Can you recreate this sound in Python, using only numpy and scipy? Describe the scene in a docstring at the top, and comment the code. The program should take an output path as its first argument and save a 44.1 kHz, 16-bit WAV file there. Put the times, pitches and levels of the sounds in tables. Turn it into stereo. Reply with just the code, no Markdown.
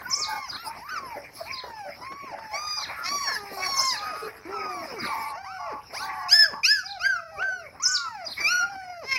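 """Puppy litter in a walled yard

Thin arched whines overlap with hoarse grunts and sharp yelps: overtone stacks and rung pulse trains.
Smacks are damped noise pops, nose huffs shaped hiss. A small bird repeats two phrases of swept whistles.
Thin chirps of very high narrow noise fade out early on; rumble, rustle and hiss lie beneath.
Walls throw back the puppies, smacks and bird; both channels are alike.
"""
import sys
import numpy as np
from scipy import signal
from scipy.fft import rfft, irfft, next_fast_len
from scipy.io import wavfile
from scipy.ndimage import uniform_filter1d

SR = 44100
rng = np.random.default_rng(int(sys.argv[2]) if len(sys.argv) > 2 else 0)


def materialize(psi):
    """Save the field psi as 16-bit PCM at rate SR to the path in sys.argv[1].

    A 1-D psi becomes a single channel; in a 2-D psi each row is a channel.
    """
    bounded = np.clip(np.atleast_2d(psi).T, -1, 1)
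    quanta = np.round(bounded * 32767).astype(np.int16)
    wavfile.write(sys.argv[1], SR, quanta)


N = 404838

# Puppy throat and mouth response: (frequency [Hz], relative level [dB])
THROAT_RESPONSE = [(700, 9), (1200, 7.5), (1700, 0.5), (2300, -2), (2900, -12), (3500, -30), (4200, -12),
                   (5100, 0), (6000, -10), (7000, -27.5), (8800, -37.5), (11500, -27), (15500, -52)]
# Open-mouthed yelps: (start [s], length [s], attack [s], hesitation [s], rise [s], first pitch [Hz],
#   top pitch [Hz], sagged pitch [Hz], final drop [0-1], fundamental before trim [dB],
#   fundamental swell over the call [dB], mouth overtones before trim [dB],
#   piercing overtones before trim [dB], overtone swell over the call [dB])
YELP_CALLS = [(2.52, .34, 0.028, 0.00043, 0.11, 1014, 1223, 1222, 0.31, -38, -14, -43.5, -33.5, 2),
              (3.037, 0.33, 0.025, 0.00065, 0.096, 1005, 1144, 1077, 0.14, -34, 7, -42.5, -28.5, 3.5),
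              (3.579, 0.38, 0.056, 0.00066, 0.02, 1090, 1123, 1026, 0.19, -30.5, 15.5, -40, -28.5, 4.5),
              (5.939, 0.14, 0.04, 0, 0.12, 624, 1604, 1550, .09, -29, -39, -49.5, -35, -18),
              (6.29, 0.17, .035, 0.0043, 0.06, 1267, 1737, 1828, .15, -25, 12.5, -31, -16, -7),
              (6.638, 0.2, 0.017, .003, .09, 1191, 1719, 1293, 0.02, -22.5, 1.5, -34, -24, -27),
              (7.001, 0.2, 0.051, 0.0054, 0.07, 1213, 1618, 1253, .02, -20, 5, -39.5, -35, -21),
              (7.364, 0.27, 0.034, 0.017, 0.071, 1138, 1557, 1394, .1, -28.5, -20.5, -47.5, -47, -3.5),
              (8.41, .24, 0.071, .05, 0.078, 1166, 1450, 1409, 0.01, -25.5, 3.5, -29.5, -25.5, -18),
              (9.04, .15, 0.083, 0.0037, 0.08, 1002, 1088, 1023, 0.1, -42.5, 28, -35.5, -33, 8)]
# Soft whimpers: (start [s], length [s], rise [s], first pitch [Hz], top pitch [Hz], sagged pitch [Hz],
#   final drop [0-1], fundamental before trim [dB], fundamental swell over the call [dB],
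#   overtones before trim [dB])
WHIMPER_CALLS = [(0.069, 0.42, 0.2, 950, 1230, 1130, 0.38, -41.5, -5, -50),
                 (0.098, 0.38, 0.018, 1148, 1115, 1064, 0.08, -46.5, -2, -45.0),
                 (0.548, 0.14, 0.085, 1014, 1417, 1191, 0, -45.5, -0.0, -47),
                 (0.801, 0.38, 0.11, 762, 1230, 807, 0.17, -42.5, 4.0, -57.5),
                 (0.895, 0.093, 0.032, 1262, 1562, 1174, 0.03, -34, 5, -38.5),
                 (1.458, 0.45, 0.07, 795, 1064, 717, 0.09, -43.5, 4, -54.5),
                 (2.018, 0.32, 0.18, 968, 1133, 992, 0.31, -43, 1.5, -52.5),
                 (2.381, 0.17, 0.0049, 930, 891, 858, 0.05, -44, 6.0, -56.5),
                 (3.12, 0.2, 0.063, 1147, 1153, 701, 0.38, -40, -10, -45.5),
                 (3.328, 0.35, 0.098, 514.5, 400.7, 370, 0.05, -51, 5, -57.0),
                 (3.95, 0.22, 0.0098, 879, 850, 680, 0.39, -44.5, 0, -52.5),
                 (3.97, 0.31, 0.161, 1195, 1252, 1263, 0.06, -40.5, -4, -48),
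                 (4.458, 0.4, 0.086, 312.5, 405.2, 308, 0.02, -45.5, -12, -61.5),
                 (4.532, 0.29, 0.072, 1370, 1280, 1088, 0, -37.0, -4.5, -46),
                 (4.547, 0.31, 0.02, 816, 795, 660, 0.06, -42.5, 0, -64),
                 (4.55, 0.28, 0.018, 1005, 964, 850, 0.03, -55, -21, -78),
                 (4.877, 0.13, 0.012, 593, 546.5, 331, 0.01, -42.5, 4, -58),
                 (5.035, 0.12, 0.063, 1183, 1182, 940, 0.02, -34, 5, -45),
                 (5.136, 0.25, 0.073, 900, 895, 915, 0, -42.5, -10, -55.5),
                 (5.359, 0.38, 0.068, 624, 788.5, 660, 0.64, -42, 3, -53.5),
                 (5.449, 0.12, 0.126, 955, 1450, 1498, 0.07, -42.5, -4.0, -50),
                 (6.018, 0.52, 0.034, 798, 775.5, 639, 0.75, -45.0, -3, -56.0),
                 (6.837, 0.16, 0.088, 723, 807, 748, 0.1, -43.5, 11, -54),
                 (6.979, 0.44, 0.074, 660.6, 708, 617, 0.4, -49, -5, -59),
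                 (7.321, 0.15, 0.023, 778, 800, 740, 0.14, -44.5, 2, -61),
                 (7.382, 0.071, 0.096, 590, 783, 608, 0.01, -49, -18, -63),
                 (7.486, 0.2, 0.049, 595, 754, 560, 0.1, -46.5, -6, -63.5),
                 (7.804, 0.28, 0.074, 1067, 1507, 1354, 0.05, -35, 5.5, -46.5),
                 (7.859, 0.4, 0.059, 1010, 1231, 627, 0.0, -42.5, 3, -53),
                 (8.413, 0.25, 0.083, 642, 693, 708, 0, -53.5, -6, -56),
                 (8.602, 0.45, 0.082, 706, 796, 657, 0.39, -41.5, -2.5, -55.0)]
# Voice cracks, the waveform repeating every few cycles: (start [s], end [s], period [cycles], depth [0-1])
VOICE_CRACKS = [(3.016, 3.09, 3, 1), (3.572, 3.67, 3, 0.46), (3.977, 4.29, 3, 0.35), (4.555, 4.85, 6, 0.1),
                (5.033, 5.364, 5, 0.39), (9.026, 9.184, 2, 0.37)]
# Hoarse grunts and rasps: (start [s], end [s], resonance [Hz], width [Hz], level before trim [dB])
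GRUNTS = [(0.035, 0.081, 1490, 151, -38.5), (0.274, 0.398, 845, 206, -34), (0.282, 0.378, 1550, 190.0, -38),
          (0.661, 0.722, 898, 78.6, -36), (1.153, 1.191, 545, 440, -38), (1.412, 1.416, 698, 79, -33.5),
          (1.846, 1.911, 670, 194, -40), (2.126, 2.14, 1290, 1240, -56), (2.322, 2.36, 712, 188, -36),
          (2.514, 2.578, 730, 204, -37), (2.765, 2.838, 1086, 690, -38), (2.861, 3.043, 1500, 1110, -41.5),
          (2.97, 3.08, 1323, 160, -36), (3.262, 3.386, 1710, 256, -32.5), (3.557, 3.627, 725, 215, -39.5),
          (3.773, 3.834, 697, 242, -43.5), (4.125, 4.301, 1280, 433, -42.5), (4.22, 4.289, 426, 51, -37),
          (4.959, 5.302, 2194, 286, -41), (5.082, 5.362, 1013, 335, -35), (5.585, 5.808, 1017, 385, -36.5),
          (5.996, 6.298, 1006, 326, -35), (6.052, 6.29, 1800, 430.0, -44), (6.527, 6.607, 1030, 336, -37),
          (7.046, 7.062, 2105, 310.0, -36), (7.377, 7.457, 432, 90, -51), (7.501, 7.674, 415, 111, -62),
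          (8.371, 8.416, 2120, 423, -33), (9.149, 9.189, 2450, 380, -31)]
# Turbulence in a rasp by its length: (length [s], turbulence rms re pulse rms [ratio])
RASP_TURBULENCE = [(.13, .76), (.21, .33)]
# Low creaking grumble: (start [s], end [s], resonance [Hz], width [Hz], level [dB])
GRUMBLE = (4.29, 4.5, 1194, 2000, -54.5)
# Small scuffs and mouth smacks: (time [s], peak before trim [dB], ring [Hz])
SMACK_EVENTS = [(0.014, -25.5, 765), (0.77, -49, 785), (1.41, -57, 708), (1.639, -23.5, 593),
                (2.12, -26, 1100), (2.386, -26, 930), (6.636, -30, 2510), (7.423, -23, 1440)]
# Hissy nose huffs: (start [s], end [s], level [dB])
NOSE_HUFFS = [(0.266, 0.422, -45), (0.624, 0.714, -41.5), (1.32, 1.51, -48.5), (2.474, 2.85, -56),
              (2.938, 3.434, -53), (3.315, 3.416, -45), (3.497, 3.968, -43), (4.135, 4.326, -48.5),
              (4.672, 5.005, -53.5), (4.984, 5.343, -46.5), (5.915, 6.1, -43), (6.118, 6.27, -54),
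              (8.273, 8.44, -50)]
# Bird notes in each phrase: (time in phrase [s], length [s], first pitch [Hz], middle pitch [Hz],
#   last pitch [Hz], level re phrase [dB])
SONG_NOTES = [(.001, .012, 5870, 7040, 5600, -5.5), (.011, 0.016, 5540, 6080, 5500, 4.5),
              (.028, 0.026, 5570, 5220, 6330, 9.5), (.056, 0.022, 8100, 6520, 6040, -1),
              (.092, .02, 7740, 6750, 5850, 0), (.11, 0.044, 5770, 4950, 3700, 4)]
TWITTER_NOTES = [(0, 0.0136, 5500, 5850, 5086, -12.5), (.012, .02, 5030, 4900, 4630, -2),
                 (.034, .018, 3620, 4210, 3730, -12), (.056, .032, 3650, 4250, 3300, -5.5)]
# Starts of each bird phrase: (time [s], level [dB])
SONG_STARTS = [(0.098, -27.5), (3.758, -27), (7.822, -23)]
TWITTER_STARTS = [(0.481, -26.5), (1.517, -27), (2.762, -24), (3.91, -27.5), (4.986, -29), (5.959, -32.5),
                  (6.843, -27.5), (8.249, -25.5)]
# Background level: (time [s], low rustle before trim [dB], high hiss before trim [dB])
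BACKGROUND_LEVELS = [(0, -51.5, -61.5), (2.7, -52.5, -66.5), (3.9, -50.5, -52.5), (5.2, -44, -82),
                     (5.5, -65, -66), (6.1, -50, -74), (6.801, -76, -69), (7.698, -61, -69),
                     (8.4, -51, -69), (9.18, -65, -69)]
# Noise colours: (frequency [Hz], relative level per Hz [dB])
HISS_COLOUR = [(2000, -7), (3300, -9), (4200, 6), (5200, 5.5), (6500, -13.5), (8500, -7), (11500, 4),
               (14000, -14), (15800, -2)]
RUSTLE_COLOUR = [(100, -27), (200, 4), (400, 1), (800, 5), (1500, 3.5), (2300, 6), (3200, -22.5),
                 (4300, -28), (5200, 0), (6800, -31), (15000, -26.5)]
RUMBLE_COLOUR = [(20, -33), (62, 2.5), (100, 2), (160, -2.5), (1000, -35), (15000, -41.5)]
# Diffuse tail decay: (frequency [Hz], time to fall 60 dB [s])
WALL_DECAY = [(200, 0.78), (1000, 0.32), (2500, 0.39), (5000, 0.32), (9000, 0.43), (15000, 0.19)]
# Wall echoes: (delay [s], gain before trim [ratio])
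WALL_ECHOES = [(.0047, 0.24), (0.012, 0.11), (0.022, 0.15), (0.036, 0.1), (0.051, 0.1)]

EDGE_HZ = 15850
TIME_S = np.arange(N) / SR
SAG_CURVE, DROP_S = 1.3, .022  # pitch sags ever faster as breath runs out, drops as the folds let go
BASE_DB_PER_OCTAVE, RING_DB_PER_OCTAVE = 58, 17  # a yelp weakens away from its top pitch
ATTACK_DB, RELEASE_S, RELEASE_DB = -12.5, 0.026, -15  # release acts on the piercing overtones
GAPE_DB, GAPE_S = 10.5, 0.032  # the mouth gapes for a moment as the attack ends
WHIMPER_EDGE_S, WHIMPER_EDGE_DB = 0.036, -3
HUFF_EDGE_S = 0.046
NOTE_EDGE_DB = -10
CHIRP_START_S, CHIRP_PERIOD_S, CHIRP_LENGTH_S = 0.016, .268, 0.1
CHIRP_HZ, CHIRP_DB_AT_ZERO_S, CHIRP_FADE_DB_PER_S = 13370, -54.5, -8


def amp(db):
    """Decibels to gain."""
    return 10 ** (np.asarray(db) / 20)


def evened(x):
    """Scales to an rms of one."""
    return x / np.sqrt(np.mean(x ** 2) + 1e-20)


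def read(points, hz):
    """Interpolates a spectrum on a log-frequency axis."""
    point_hz, value = np.transpose(points)
    return np.interp(np.log(hz + 1), np.log(point_hz + 1), value)


def add(mix, start_s, sound):
    """Lays a sound into the mix."""
    part = mix[max(round(start_s * SR), 0):][:len(sound)]
    part += sound[:len(part)]


def noise(size, gain):
    """Noise with the spectrum gain(Hz), scaled to rms one before trimming to size."""
    n = next_fast_len(size + 4096)
    spectrum = rfft(rng.standard_normal(n)) * gain(np.fft.rfftfreq(n, 1 / SR))
    return evened(irfft(spectrum, n))[:size]


def wander(size, rate_hz):
    """Random tremble: noise low-passed near rate_hz, nominal rms one."""
    step, pad = 16, 256  # one slow point per 16 samples
    n = next_fast_len(size // step + pad)
    lowpass = 1 / (1 + (np.fft.rfftfreq(n, step / SR) / rate_hz) ** 4)
    slow = irfft(rfft(rng.standard_normal(n)) * lowpass, n)
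    return np.interp(np.arange(size) / step, np.arange(n), evened(slow))


def fade(t_s, edge_s):
    """Soft start and end, sine squared."""
    to_edge_s = np.minimum(t_s - t_s[0], t_s[-1] - t_s)
    return np.sin(np.pi / 2 * np.clip(to_edge_s / edge_s, 0, 1)) ** 2


def play(rows, margin_s):
    """Sample times around a table, and its columns joined by lines."""
    row_s, *columns = np.transpose(rows)
    t_s = np.arange(row_s.min() - margin_s, row_s.max() + margin_s, 1 / SR)
    return t_s, [np.interp(t_s, row_s, column) for column in columns]


def puppies(yelp_trim_db=1, whimper_trim_db=1, rasp_trim_db=-1, muffle_db=-3):
    """The litter: glottal overtone stacks for yelps and whimpers, rung pulses for grunts and grumble."""
    out = np.zeros(N)
    for call in YELP_CALLS:
        start_s, sound = cry(yelp(*call))
        add(out, start_s, amp(yelp_trim_db) * sound)
    for call in WHIMPER_CALLS:
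        # a nearly shut mouth muffles the piercing overtones
        rows = [(*row, row[-1] + muffle_db) for row in whimper(*call)]
        start_s, sound = cry(rows, quaver=0.00938, jitter=0.0029, shimmer_db=2.0)
        add(out, start_s, amp(whimper_trim_db) * sound)
    for row in GRUNTS:
        turbulence = np.interp(row[1] - row[0], *np.transpose(RASP_TURBULENCE))
        start_s, sound = rasp(*row, turbulence=turbulence)
        add(out, start_s, amp(rasp_trim_db) * sound)
    add(out, *rasp(*GRUMBLE, flap_hz=100.5, turbulence=0.18))
    return out


def yelp(start_s, length_s, attack_s, hold_s, rise_s, first_hz, top_hz, sagged_hz, drop,
         base_db, swell_db, mouth_db, ring_db, overtone_swell_db):
    """Yelp pitch and levels: overtones swell in, loudness falls as pitch leaves its top."""
    t_s, progress, hz = arch(length_s, hold_s, rise_s, first_hz, top_hz, sagged_hz, drop)
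    slack_octaves = np.minimum(abs(np.log2(hz / top_hz)), .5)
    attack_db = ATTACK_DB * np.clip(1 - t_s / attack_s, 0, 1)
    release_db = RELEASE_DB * np.clip(1 - (length_s - t_s) / RELEASE_S, 0, 1)
    overtone_db = attack_db + overtone_swell_db * progress
    gape_db = GAPE_DB * np.exp(-((t_s - attack_s) / GAPE_S) ** 2)
    return np.transpose([
        start_s + t_s,
        hz,
        base_db + swell_db * progress - BASE_DB_PER_OCTAVE * slack_octaves,
        mouth_db + overtone_db + gape_db,
        ring_db + overtone_db + release_db - RING_DB_PER_OCTAVE * slack_octaves])


def whimper(start_s, length_s, rise_s, first_hz, top_hz, sagged_hz, drop, base_db, swell_db, overtone_db):
    """Whimper pitch and levels: steady overtones, soft ends."""
    t_s, progress, hz = arch(length_s, 0, rise_s, first_hz, top_hz, sagged_hz, drop)
    ease_db = WHIMPER_EDGE_DB * (1 - fade(t_s, WHIMPER_EDGE_S))
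    return np.transpose([start_s + t_s, hz, base_db + swell_db * progress + ease_db, overtone_db + ease_db])


def arch(length_s, hold_s, rise_s, first_hz, top_hz, sagged_hz, drop):
    """Cry pitch: scoop to the top, slow sag, quick last drop; returns times, progress -.5 to .5, Hz."""
    t_s = np.linspace(0, length_s, 80)
    scoop = (1 - np.clip((t_s - hold_s) / rise_s, 0, 1)) ** 2
    sag_length_s = max(length_s - hold_s - rise_s, .01)
    sag = np.clip((t_s - hold_s - rise_s) / sag_length_s, 0, 1) ** SAG_CURVE
    hz = top_hz + (first_hz - top_hz) * scoop + (sagged_hz - top_hz) * sag
    hz = hz * (1 - drop * np.exp((t_s - length_s) / DROP_S))
    return t_s, t_s / length_s - .5, hz


def cry(rows, quaver=.006, jitter=0.0031, shimmer_db=1.98, air_db=-33, onset_rough=3.2):
    """Vocal folds make a stack of overtones that glides through the throat's resonances."""
    t_s, (hz, base_db, mouth_db, ring_db) = play(rows, margin_s=.007)
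    n = len(t_s)
    unsettled = 1 + onset_rough * (1 - fade(t_s, 0.066))  # folds are unsteady as they start and stop
    hz = uniform_filter1d(hz, size=600) * (1 + quaver * wander(n, 26.3))
    jittered_hz = hz * (1 + jitter * unsettled * wander(n, 250))
    phase = 2 * np.pi * np.cumsum(jittered_hz) / SR
    flutter = np.zeros(n)
    for start_s, end_s, cycles, depth in VOICE_CRACKS:
        inside = np.clip(np.minimum(t_s - start_s, end_s - t_s) / 0.00085, 0, 1)
        flutter += depth * inside * (np.cos(phase / round(cycles)) + 0.44 * wander(n, 280))
    voice = amp(base_db) * np.sin(phase)
    for k in range(2, int(EDGE_HZ / np.median(hz)) + 1):
        high = np.clip((k * hz - 3050) / 450, 0, 1)  # 0 in the mouth's range, 1 in the piercing one
        level_db = read(THROAT_RESPONSE, k * hz) + (1 - high) * mouth_db + high * ring_db
        overtone = amp(level_db + shimmer_db * wander(n, 16.3)) * np.sin(k * phase)
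        voice += overtone * (k * hz < SR / 2)
    # turbulence at the folds
    air = noise(n, lambda f_hz: amp(read(THROAT_RESPONSE, f_hz)) * (f_hz > 1900))
    air = air * unsettled * amp(air_db + np.maximum(mouth_db, ring_db))
    sound = voice * (1 + flutter) + air
    return t_s[0], np.sqrt(2) * sound * fade(t_s, 0.0046) * amp(shimmer_db * wander(n, 62))


def rasp(start_s, end_s, hz, width_hz, level_db, turbulence, flap_hz=284, uneven=0.03, throat_db=-19):
    """Slack folds flap unevenly; their pulses and some turbulence ring one resonance."""
    t_s = np.arange(start_s - .008, end_s + 0.01, 1 / SR)
    n = len(t_s)
    f_hz = np.fft.rfftfreq(n, 1 / SR)
    turns = np.cumsum(flap_hz * (1 + uneven * wander(n, 70))) / SR
    pulses = evened(np.diff(np.floor(turns), prepend=0))
    drive = rfft(pulses + turbulence * rng.standard_normal(n))
    ring = evened(irfft(drive / (1 + (2 * (f_hz - hz) / width_hz) ** 4), n))
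    throat = evened(irfft(drive * amp(read(THROAT_RESPONSE, f_hz)) * (f_hz > hz), n))
    return t_s[0], amp(level_db) * evened((ring + amp(throat_db) * throat) * fade(t_s, 0.027))


def smacks(decay_s=0.0045, trim_db=-5):
    """Mouths and paws pop: noise round one ring frequency, quickly damped."""
    out, t_s = np.zeros(N), np.arange(2000) / SR
    for start_s, peak_db, hz in SMACK_EVENTS:
        ringing = noise(len(t_s), lambda f_hz: f_hz / (f_hz + hz) / (1 + ((f_hz - hz) / (0.64 * hz)) ** 2))
        pop = ringing * t_s * np.exp(-t_s / decay_s)
        add(out, start_s - .002, amp(peak_db + trim_db) * pop / abs(pop).max())
    return out


def huffs():
    """Air hisses through a nose, swelling and stopping softly."""
    level = np.zeros(N)
    for start_s, end_s, level_db in NOSE_HUFFS:
        t_s = np.arange(start_s, end_s, 1 / SR)
        add(level, start_s, amp(level_db) * fade(t_s, HUFF_EDGE_S))
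    return level * patchy(HISS_COLOUR, depth_db=6.5)


def bird(warble=0.024):
    """A nearly pure whistle swept quickly through each note."""
    out = np.zeros(N)
    for notes, starts in ((SONG_NOTES, SONG_STARTS), (TWITTER_NOTES, TWITTER_STARTS)):
        for start_s, phrase_db in starts:
            for note in notes:
                t_s, (hz, note_db) = play(bird_note(*note), margin_s=.001)
                phase = 2 * np.pi * np.cumsum(hz * (1 + warble * wander(len(t_s), 300))) / SR
                whistle = np.sin(phase) + 0.022 * np.sin(2 * phase)
                add(out, start_s + t_s[0], amp(phrase_db + note_db) * whistle * fade(t_s, 0.00033))
    return out


def bird_note(start_s, length_s, first_hz, middle_hz, last_hz, level_db):
    """One note: pitch bends once through three values, loudest mid-note."""
    u = np.linspace(-1, 1, 20)
    hz = middle_hz + u * (last_hz - first_hz) / 2 + u ** 2 * ((first_hz + last_hz) / 2 - middle_hz)
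    return np.transpose([start_s + length_s * (u + 1) / 2, hz, level_db + NOTE_EDGE_DB * u ** 2])


def insect(count=12, width_hz=350):
    """Perhaps an insect: evenly spaced chirps of narrow, very high noise, growing fainter."""
    level, t_s = np.zeros(N), np.arange(0, CHIRP_LENGTH_S, 1 / SR)
    for start_s in CHIRP_START_S + CHIRP_PERIOD_S * np.arange(count):
        level_db = CHIRP_DB_AT_ZERO_S + CHIRP_FADE_DB_PER_S * start_s
        add(level, start_s, amp(level_db) * fade(t_s, 0.013))
    return level * noise(N, lambda f_hz: 1 / (1 + (2 * (f_hz - CHIRP_HZ) / width_hz) ** 4))


def background(rumble_db=-60, rustle_trim_db=6, hiss_trim_db=3):
    """Faint outdoor rumble, with a rustle and a hiss that swell and sink."""
    point_s, low_db, high_db = np.transpose(BACKGROUND_LEVELS)
    swell_db = 2 * wander(N, rate_hz=10.5)  # shared by all three
    rustle_db = np.interp(TIME_S, point_s, low_db) + rustle_trim_db + swell_db
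    hiss_db = np.interp(TIME_S, point_s, high_db) + hiss_trim_db + swell_db
    rumble = amp(rumble_db + swell_db) * noise(N, lambda f_hz: amp(read(RUMBLE_COLOUR, f_hz)))
    rustle = amp(rustle_db) * patchy(RUSTLE_COLOUR, depth_db=6.5)
    hiss = amp(hiss_db) * patchy(HISS_COLOUR, depth_db=5.5)
    return rumble + rustle + hiss


def patchy(colour, depth_db):
    """Coloured noise whose level drifts in patches of time and frequency."""
    hz, _, cells = signal.stft(rng.standard_normal(N), SR, nperseg=512)
    patches = uniform_filter1d(rng.standard_normal(cells.shape), size=9, axis=0)
    patches = evened(uniform_filter1d(patches, size=9, axis=1))
    level_db = read(colour, hz)[:, None] + depth_db * patches
    return evened(signal.istft(cells * amp(level_db), SR)[1][:N])


def yard(x, echo_trim_db, tail_db):
    """Direct sound, a few wall echoes, and a diffuse tail that dies at its own speed in each band."""
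    hz, t_s, cells = signal.stft(rng.standard_normal(SR), SR, nperseg=256)
    decay_db = -60 * t_s / read(WALL_DECAY, hz)[:, None]
    build_up = np.minimum(t_s / 0.022, 1)
    tail = signal.istft(cells * amp(decay_db) * build_up, SR, nperseg=256)[1]
    response = amp(tail_db) * tail / np.linalg.norm(tail)
    response[0] += 1
    for delay_s, gain in WALL_ECHOES:
        response[round(delay_s * SR)] += gain * amp(echo_trim_db)
    return signal.fftconvolve(x, response)[:N]


def scene():
    """Puppies close by, the bird farther off with stronger echoes, both channels alike."""
    near = yard(puppies() + smacks(), echo_trim_db=-4.5, tail_db=-14.5)
    far = yard(bird(), echo_trim_db=3.0, tail_db=-9.5)
    mix = near + far + huffs() + insect() + background()
    return np.array([mix, mix])


def record(dry):
    """The recorder's band limit: a linear-phase low-pass."""
    lowpass = signal.firwin(511, EDGE_HZ, window=("kaiser", 9), fs=SR)
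    return signal.oaconvolve(dry, lowpass[None], "same")


dry = scene()
out = record(dry)
materialize(out)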